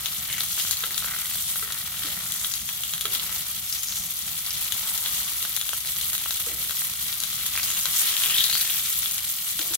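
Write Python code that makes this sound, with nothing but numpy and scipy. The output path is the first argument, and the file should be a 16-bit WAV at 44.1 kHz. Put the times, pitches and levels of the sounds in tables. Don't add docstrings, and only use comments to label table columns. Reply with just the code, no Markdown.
import sys
import numpy as np
from scipy import signal
from scipy.fft import rfft, irfft, next_fast_len
from scipy.io import wavfile

SR = 44100
rng = np.random.default_rng(int(sys.argv[2]) if len(sys.argv) > 2 else 0)


def elevation(decibels):
    levels = np.asarray(decibels, float)
    return 10 ** (levels / 20)


def pcm_store(signal):
    levels = np.round(np.clip(np.atleast_2d(signal), -1, 1) * 32767)
    wavfile.write(sys.argv[1], SR, levels.astype(np.int16).T)


N = 430853
SPOTS = 10
SIZE = next_fast_len(N + 16384)
HZ = np.fft.rfftfreq(SIZE, 1 / SR)


def evened(x):
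    return x / np.sqrt(np.mean(x ** 2) + 1e-20)


def read(points, hz):
    f, value = np.transpose(points)
    return np.interp(np.log(hz + 1), np.log(f + 1), value)


def drift(hz):
    r = np.exp(-2 * np.pi * hz / 1000)
    noise = rng.standard_normal(N * 1000 // SR + 2)
    steps = signal.lfilter([1], [1, -2 * r, r * r], noise)
    return np.interp(np.arange(N) / SR * 1000, np.arange(len(steps)), evened(steps))


def bursts(per_s, spread_db):
    at, size, sign = rng.random((3, round(per_s * N / SR)))
    clicks = np.zeros(N)
    size_db = spread_db * np.minimum(-np.log(size), 4.2)
    clicks[(at * N).astype(int)] = np.sign(sign - .5) * elevation(size_db)
    return evened(clicks)


def blip(hz, cycles):
    t = np.arange(2048) / SR - .0012
    return np.sin(2 * np.pi * hz * t) * np.exp(-.5 * (t * hz * 4 / cycles) ** 2)


def ringing(x, hz, cycles):
    r = np.exp(-3 * hz / cycles / SR)
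    c = np.cos(2 * np.pi * hz / SR)
    return signal.lfilter([1, 0, -1], [1, -2 * r * c, r * r], x) * np.sqrt((1 - r * r) / 2)


# frequency in Hz, relative strength at resonance in dB, t60 in s.
PAN_MODES = [(725, -19, .05), (1346, -12, .06), (1594, -16, .05), (1998, -13, .07), (2364, -14, .06),
             (2885, -14, .05), (3411, -11, .05), (4190, -16, .04)]


def pan_ring():
    t = np.arange(8192) / SR
    ring = 0
    for hz, db, t60 in PAN_MODES:
        ring = ring + elevation(db - 60 * t / t60) * np.sin(2 * np.pi * hz * t) * np.log(1000) / t60 / SR * 2
    return ring


def paths(lag_s=-0.000034, spread_s=.8e-4, wall=0.48, t60=0.18, tent_db=-10):
    lag = lag_s + spread_s * rng.standard_normal(SPOTS)
    echo_s = rng.uniform(0.00016, 3e-3, (SPOTS, 2, 4))
    echo = wall * rng.standard_normal((SPOTS, 2, 4))
    t = np.arange(8192) / SR
    taps = rng.standard_normal((SPOTS, 2, 8192)) * elevation(-60 * t / t60) * (t > .003)
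    taps *= elevation(tent_db) / np.linalg.norm(taps[0, 0])
    np.put_along_axis(taps, (echo_s * SR).astype(int), echo, 2)
    reflected = (1j * HZ / (1j * HZ + 1400)) ** 2
    h = 1 + reflected * rfft(taps, SIZE)
    h[:, 0] *= np.exp(-2j * np.pi * HZ * lag[:, None])
    energy = 1 + abs(reflected) ** 2 * (taps ** 2).sum(2)[..., None]
    return h / np.sqrt(energy)


def place(rows, path):
    lanes = np.zeros((SPOTS, 2, SIZE))
    for k, (s, pan_db, sound) in enumerate(rows):
        at = round(s * SR)
        sides = elevation(np.array([[pan_db / 2], [-pan_db / 2]]))
        lanes[k % SPOTS, :, at:at + sound.shape[-1]] += sides * sound
    return irfft((rfft(lanes) * path).sum(0), SIZE)[:, :N]


# frequency in Hz, relative density in dB per Hz.
DRAUGHT_SPECTRUM = [(12, -42), (20, -43), (55, 4), (81, 0), (184, -1), (316, -21), (458, -50), (600, -17),
                    (780, -12), (1320, -120)]
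DRAW_DB, DRAW_SAG_DB_PER_S, GUST_DB, GUSTS_HZ = -49.5, 0.33, 1.7, 6.7


def draught(same=.98):
    a, b = rfft(rng.standard_normal((2, SIZE))) * elevation(read(DRAUGHT_SPECTRUM, HZ))
    pair = irfft(np.array([a, same * a + np.sqrt(1 - same ** 2) * b]), SIZE)[:, :N]
    level_db = DRAW_DB - DRAW_SAG_DB_PER_S * np.arange(N) / SR + GUST_DB * drift(GUSTS_HZ)
    return elevation(level_db) * evened(pair)


# start in s, length in s, level in dB, lower pitch in Hz.
TONG_SCRAPES = [(0.274, 0.13, -35.5, 2130), (1.015, 0.28, -39, 1460), (1.56, 0.97, -43.5, 1380),
                (4.75, 0.53, -50.5, 950), (7.537, .2, -40, 2280), (7.902, 0.99, -40, 1850),
                (9.58, .17, -52, 770)]
SLIPS_PER_S, SLIP_CYCLES = 520., 6.1


def scrape(s, length_s, db, hz):
    u = np.arange(round(length_s * SR)) / (length_s * SR)
    slips = bursts(SLIPS_PER_S, 4.4)[:len(u)]
    grit = ringing(slips, hz, SLIP_CYCLES) + 0.96 * ringing(slips, hz * 1.34, SLIP_CYCLES)
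    return s, 2.6, elevation(db - 3.4 * u) * signal.windows.tukey(len(u), .3) * evened(grit)


# start in s, level in dB, thud in Hz, clink in dB re thud before CLINK_LIFT_DB.
TONG_KNOCKS = [(0.835, -38.5, 475, 6.5), (1.625, -41.5, 423, 6.5), (2.046, -37.5, 295, -4),
               (3.051, -34.5, 424, -3), (6.258, -52, 730, -2), (6.469, -33.5, 475, -17),
               (8.257, -41, 686, -4), (9.596, -35.5, 314, -14), (9.708, -35.5, 335, -15)]
THUD_CYCLES, RATTLE_DB, RATTLE_T60_S, CLINK_LIFT_DB = 30, -14, 0.87, 8.5


def knock(s, db, hz, clink_db):
    t = np.arange(16384) / SR
    thud = np.sin(2 * np.pi * hz * t) * elevation(-60 * t * hz / THUD_CYCLES) * (1 - np.exp(-t / 0.0007))
    both, apart = rng.standard_normal(16384), rng.standard_normal((2, 16384))
    band = signal.butter(2, [260 / SR * 2, 650 / SR * 2], "band")
    rattle = evened(signal.lfilter(*band, both + 0.5 * apart))
    fading = elevation(-60 * t / RATTLE_T60_S + RATTLE_DB) * signal.windows.tukey(16384, .1)
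    clink = np.pad(signal.fftconvolve(blip(1510, 2.2), pan_ring())[:8192], (0, 8192))
    clink = elevation(clink_db + CLINK_LIFT_DB) * clink / abs(clink).max()
    return s, .5, elevation(db) * (thud + rattle * fading + clink)


# time in s, level in dB, pitch in Hz.
PATTY_SQUEAL = [(8.08, -33, 3300), (8.2, -39, 3240), (8.27, -40, 2760), (8.32, -34, 2850),
                (8.37, -25.5, 3560), (8.41, -28, 3500), (8.45, -28, 3870), (8.49, -34, 4100),
                (8.57, -30, 4470), (8.64, -45, 4500)]


def squeal(rows, width_hz, pan_db):
    s, db, hz = np.transpose(rows)
    t = np.arange(s[0], s[-1], 1 / SR)
    puffs = (bursts(2500., 3.0) * elevation(3.0 * drift(60.)))[:len(t)]
    turn = np.exp(2j * np.pi * np.cumsum(np.interp(t, s, hz)) / SR)
    r = np.exp(-np.pi * width_hz / SR)
    tone = (turn * signal.lfilter([1], np.convolve([1, -r], [1, -r]), puffs / turn)).real
    return s[0], pan_db, evened(tone) * elevation(np.interp(t, s, db)) * signal.windows.tukey(len(t), .15)


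# start in s, length in s, top level in dB, first Hz, last Hz.
STEAM_JETS = [(0.402, 0.41, -38, 6300, 6800), (1.222, .44, -32, 7350, 9800),
              (2.239, 0.57, -38.5, 6900, 6520), (3.596, .56, -35, 5900, 6600),
              (7.55, 0.41, -34.5, 6500, 7000), (7.952, 1, -38, 6200, 6600)]
JET_WIDTH_HZ, JET_ENDS_DB, JET_TOP = 2100., -11, .62


def jet(s, length_s, db, first_hz, last_hz):
    top_hz = first_hz + JET_TOP * (last_hz - first_hz)
    rows = [(s, db + JET_ENDS_DB, first_hz),
            (s + JET_TOP * length_s, db, top_hz),
            (s + length_s, db + JET_ENDS_DB, last_hz)]
    return squeal(rows, JET_WIDTH_HZ, 2.0)


# start in s, level in dB, pitch in Hz.
LOW_PLOPS = [(0.286, -28, 2010), (0.578, -28.5, 1580), (0.65, -28.5, 1410), (0.907, -27, 2000),
             (1.023, -29, 1380), (1.044, -26, 1430), (1.074, -29, 1630), (1.134, -38, 2030),
             (1.174, -37, 2190), (1.219, -27, 2100), (1.251, -34, 2030), (1.311, -24, 2340),
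             (1.355, -32, 1560), (1.594, -27, 2430), (5.573, -24, 1990), (5.732, -22, 1420),
             (5.848, -30, 2010), (6.259, -24, 1370), (6.695, -34, 1360), (6.818, -23.5, 1980),
             (7.554, -20.5, 2220), (7.596, -22, 2360), (8.47, -30, 2380)]


def plop(s, db, hz):
    burst = blip(hz, 3.04) + 0.22 * blip(hz * 0.48, 2.03) + 0.72 * blip(hz * 2.1, 8.4)
    ring = signal.fftconvolve(burst, pan_ring())[:8192]
    return s, 2.2, elevation(db) * (np.pad(burst, (0, 8192 - 2048)) + 3.8 * ring)


# start in s, level in dB before POP_TRIM_DB, pitch in Hz,
# low part in dB re note before LOW_LIFT_DB, snap in dB re note before SNAP_LIFT_DB.
FAT_POPS = [(0.0578, -15, 3480, -25, -8), (0.3275, -19, 3630, -24, -5), (0.38, -24.5, 2200, -19, 0),
            (0.4056, -12, 3900, -21.5, -12), (0.598, -15, 3400, -22, -10), (0.633, -27, 3390, -24, -14),
            (0.7095, -12.5, 4300, -23, -3), (0.7695, -17.5, 4330, -29, -9), (0.8235, -28, 3800, -15, -5),
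            (0.8378, -15, 3420, -17.5, -15), (0.9435, -16, 4270, -21, -21),
            (0.9779, -16.5, 3680, -20, -2.5), (1.5574, -22, 3800, -9.5, -12), (1.703, -25, 3310, -12, -9),
            (1.7219, -19, 3700, -29, -5), (2.3205, -20.5, 3450, -28, -1), (2.4453, -16.5, 3500, -22, -17),
            (2.5172, -21, 5360, -22, -6), (2.5376, -17.5, 4270, -30, -4), (2.689, -20, 3200, -17, -6),
            (2.8348, -17.5, 3240, -26, -5), (2.894, -25, 3360, -31, -2), (2.9355, -15, 3500, -19.5, -6),
            (2.9788, -23, 3530, -18, -9), (3.0096, -17, 3450, -22, -4.5), (3.054, -12.5, 3400, -15.5, -9),
            (3.1488, -13, 3570, -26, -11), (3.196, -16, 3650, -29, -16), (3.7254, -13.5, 5200, -39, -22),
            (3.8327, -25, 3500, -37, 4), (3.8844, -17, 5470, -31, -19), (3.922, -19.5, 3830, -25, -12),
            (4.4628, -18, 4250, -23, -12), (4.506, -14, 5230, -39, -17), (4.7214, -17.5, 3380, -22, -3.5),
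            (4.9767, -20.5, 3750, -26, 0), (5.0596, -14.5, 3470, -20, -11), (5.4256, -16.5, 3640, -31, -9),
            (5.45, -22, 3460, -10, -17), (5.5639, -17.5, 3660, -24, -2), (5.6123, -16.5, 3450, -21, -6),
            (5.691, -16.5, 3440, -20, -7), (5.872, -20, 4130, -23, -5), (5.9663, -22, 3660, -26, -5),
            (6.0112, -19, 3520, -28, -6), (6.131, -23.5, 3370, -13, 3.5), (6.1504, -16, 3500, -21, -7),
            (6.179, -20.5, 3450, -22, -2), (6.3068, -17, 3800, -16, -9), (6.3689, -26, 3390, -27, 1),
            (6.6261, -29, 3560, -25, -9), (6.6945, -24, 3520, -14, -6), (6.7077, -20.5, 3470, -16, -3),
            (7.0817, -23, 4680, -25, -12), (7.202, -21, 4470, -24, -2), (7.2358, -18, 3840, -22, -6),
            (7.4624, -19.5, 3480, -16, 1), (7.5752, -15.5, 2380, -14, -3), (7.6307, -13, 4640, -24, -12),
            (7.7022, -18.5, 3240, -17, 0), (7.748, -22, 3700, -21, -4), (7.7682, -23, 2860, -19, -3),
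            (7.855, -14, 3970, -14.5, -8), (8.1662, -13, 3320, -31, -10), (8.236, -11.5, 3270, -39, -14),
            (8.2591, -14, 3300, -29, -9), (8.297, -15, 3140, -30, -16), (8.3589, -20, 3460, -31, -14),
            (8.3822, -6.5, 3660, -41, -21), (8.4402, -10, 4090, -43, -20), (8.4976, -11.5, 4080, -25, -15),
            (8.527, -16, 3320, -19, -4), (8.5526, -12.5, 3420, -17.5, -9), (8.61, -12, 4330, -25, -15),
            (8.6981, -16.5, 3430, -27, -16), (9.0579, -16, 3450, -22, -16), (9.111, -23, 4320, -31, 2.5),
            (9.18, -19, 3550, -23, -5), (9.591, -16, 3570, -17, -6), (9.7357, -18, 3890, -19, -13)]
POP_TRIM_DB, LOW_LIFT_DB, SNAP_LIFT_DB = -0.5, 4.6, 8.0
POP_LEFT_DB, POP_SCATTER_DB = 5.5, 3.5


def pop(s, db, hz, low_db, treble_db):
    note = blip(hz, 4.5) + .4 * blip(hz * 1.4, 4) + .15 * blip(hz * .65, 3)
    low = elevation(low_db + LOW_LIFT_DB) * (blip(1470, 3.1) + 0.18 * blip(710, 2.5))
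    snap = blip(10600, 5.5) + .7 * blip(14300, 6.5) + 0.59 * blip(6800, 7.2)
    snap = elevation(treble_db + SNAP_LIFT_DB) * snap
    droplets = rng.standard_normal(2048) ** 3 * elevation(-60 * np.arange(2048) / SR / 0.12)
    spray = 0.0091 * signal.fftconvolve(droplets, note + low + snap)[:2048]
    burst = note + low + snap + spray
    ring = signal.fftconvolve(burst, pan_ring())[:8192]
    whole = np.pad(burst, (0, 8192 - 2048)) + 2.07 * ring
    left_db = POP_LEFT_DB + POP_SCATTER_DB * rng.standard_normal()
    return s, left_db, elevation(db + POP_TRIM_DB) * whole


# time in s, boil in dB, large bubbles in dB over the boil.
BOIL_COURSE = [(0.0, -33.5, -10), (0.6, -30, -14.5), (0.97, -32.5, -10), (1.45, -30, -16),
               (1.7, -33, -13.5), (2.3, -33, -13), (2.9, -32.5, -16), (3.3, -32, -7), (3.6, -31.5, -16.5),
               (4.3, -32.5, -15), (4.75, -30, -11.5), (5.2, -29.5, -12.5), (5.78, -31, -16),
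               (6.24, -29.5, -14), (6.65, -31, -13.5), (7.4, -30.5, -13), (7.85, -28.5, -14),
               (8.05, -25, -13.5), (8.6, -25.5, -17), (9.0, -28.5, -17), (9.75, -30.5, -17.5)]
# centre in s, length in s,
# dB over the boil (negative: a lull), bubble pitch in Hz.
FLARE_UPS = [(0.06, .04, 5, 4500), (0.345, 0.067, 1, 5000), (0.6, 0.11, 10, 6030), (0.6, 0.034, 4, 3500),
             (0.75, 0.017, 2, 12000), (1.1, 0.18, -7, 1460), (1.474, 0.079, 2.5, 8800),
             (1.578, 0.021, 7, 13000), (2.07, 0.049, 4.5, 3520), (2.365, 0.13, 6.5, 7100),
             (3.128, 0.041, 3, 3500), (3.14, .02, 6, 11000), (3.34, 0.025, 9, 9000), (3.91, .1, 0.5, 6940),
             (4.548, 0.057, 3.5, 4000), (5.163, 0.048, 15, 5650), (5.434, 0.025, 1, 13000),
             (6.163, 0.041, -3, 3000), (6.832, 0.05, 6, 10000), (7.573, 0.024, 4, 3000),
             (7.7, 0.1, 4, 6500), (7.985, 0.055, 8.5, 8900), (9.603, 0.04, 7, 5000),
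             (9.747, 0.0071, 11.5, 7860)]
FLARE_OCTAVES = 0.46


def boil(lo, hi, coarse_share):
    t = np.arange(0, N, 64) / SR
    octave = np.log2(lo * hi) / 2
    s, db, coarse_db = np.transpose(BOIL_COURSE)
    level_db = np.interp(t, s, db + coarse_share * coarse_db)
    for at, length_s, flare_db, hz in FLARE_UPS:
        off_time, off_pitch = (t - at) / length_s, (octave - np.log2(hz)) / FLARE_OCTAVES
        level_db = level_db + flare_db * np.exp(-off_time ** 2 - off_pitch ** 2)
    return np.interp(np.arange(N) / SR, t, level_db)


# lowest Hz, highest Hz, cycles, bursts per s, size spread in dB,
# share of common cracks 0-1, level in dB over the boil, coarseness share 0-1.
BUBBLE_SIZES = [(8740, 17300, 7, 9000., 4.5, 0.25, 1.2, 0), (5970, 10380, 4.1, 6000., 6, 0.36, -6, 0),
                (2380, 5330, 2.55, 3500., 4, 0.31, -2, 0.23),
                (303, 2360, 2.63, 1500., 2.5, 0.55, -2.5, 0.91)]
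# frequency in Hz, relative density in dB per Hz.
FAT_COLOUR = [(250, -17.5), (420, -17), (562, -18), (823, -13), (1380, -4.5), (1710, -9), (2000, -4),
              (2510, -7.5), (3360, 0), (4920, -4.5), (6480, -3), (9640, -8), (11100, -1.5), (15200, -4),
              (16200, -11)]
CRACKS_PER_S, CRACK_SPREAD_DB = 450., 3.5


def sizzle(path, sputter_db=1.0, clump_db=2.5):
    out = 0
    sputter = elevation(sputter_db * drift(20.4))
    cracks = [bursts(CRACKS_PER_S / SPOTS, CRACK_SPREAD_DB) for _ in path]
    shape = elevation(read(FAT_COLOUR[:-1], HZ)) * (1 + 2.25 * rfft(pan_ring(), SIZE))
    for lo, hi, cycles, per_s, spread_db, share, size_db, coarse in BUBBLE_SIZES:
        level = elevation(boil(lo, hi, coarse) + size_db)
        notes_hz = np.linspace(lo, hi, 3 * SPOTS).reshape(3, SPOTS).T
        spectrum = 0
        for h, crack, three_hz in zip(path, cracks, notes_hz):
            clumps = elevation(clump_db * drift(29.0)) * np.sqrt(1 - share ** 2)
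            spot = 0
            for hz in three_hz:
                clicks = share * crack + clumps * bursts(per_s / SPOTS / 3, spread_db)
                spot = spot + ringing(clicks, hz, cycles)
            spectrum = spectrum + h * rfft(spot * level * sputter, SIZE)
        layer = irfft(spectrum * shape, SIZE)[:, :N]
        out = out + evened(layer) * np.sqrt(np.mean(level ** 2))
    return out


# frequency in Hz, left over right in dB.
PORT_TILT = [(60, 0.5), (110, 0.5), (200, -7), (380, 5.5), (700, 7.5), (1290, 0), (2380, 4.5), (4400, 4.5),
             (8120, 1.5), (15000, 0.5)]


def facing(fat):
    sides = elevation(read(PORT_TILT, HZ) / 2 * np.array([[1], [-1]]))
    return irfft(rfft(fat, SIZE) * sides, SIZE)[:, :N]


def scene():
    singles = [scrape(*row) for row in TONG_SCRAPES]
    singles += [knock(*row) for row in TONG_KNOCKS]
    singles += [squeal(PATTY_SQUEAL, 650.0, 7.9)]
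    singles += [jet(*row) for row in STEAM_JETS]
    singles += [plop(*row) for row in LOW_PLOPS]
    singles += [pop(*row) for row in FAT_POPS]
    clear = paths(spread_s=3e-5, wall=.2, tent_db=-9)
    return draught() + place(singles, clear) + facing(sizzle(paths()))


def top_cut(x):
    return signal.sosfilt(signal.butter(12, 17090, fs=SR, output="sos"), x)


def record(dry):
    fade_db = np.interp(np.arange(N) / SR, [9.755, 9.76, 9.77], [0, -14, -30])
    edge = signal.firwin(511, 15830, window=("kaiser", 9), fs=SR)
    mix = signal.oaconvolve(dry * elevation(fade_db), edge[None], "same")
    return top_cut(mix)


dry = scene()
out = record(dry)
pcm_store(out)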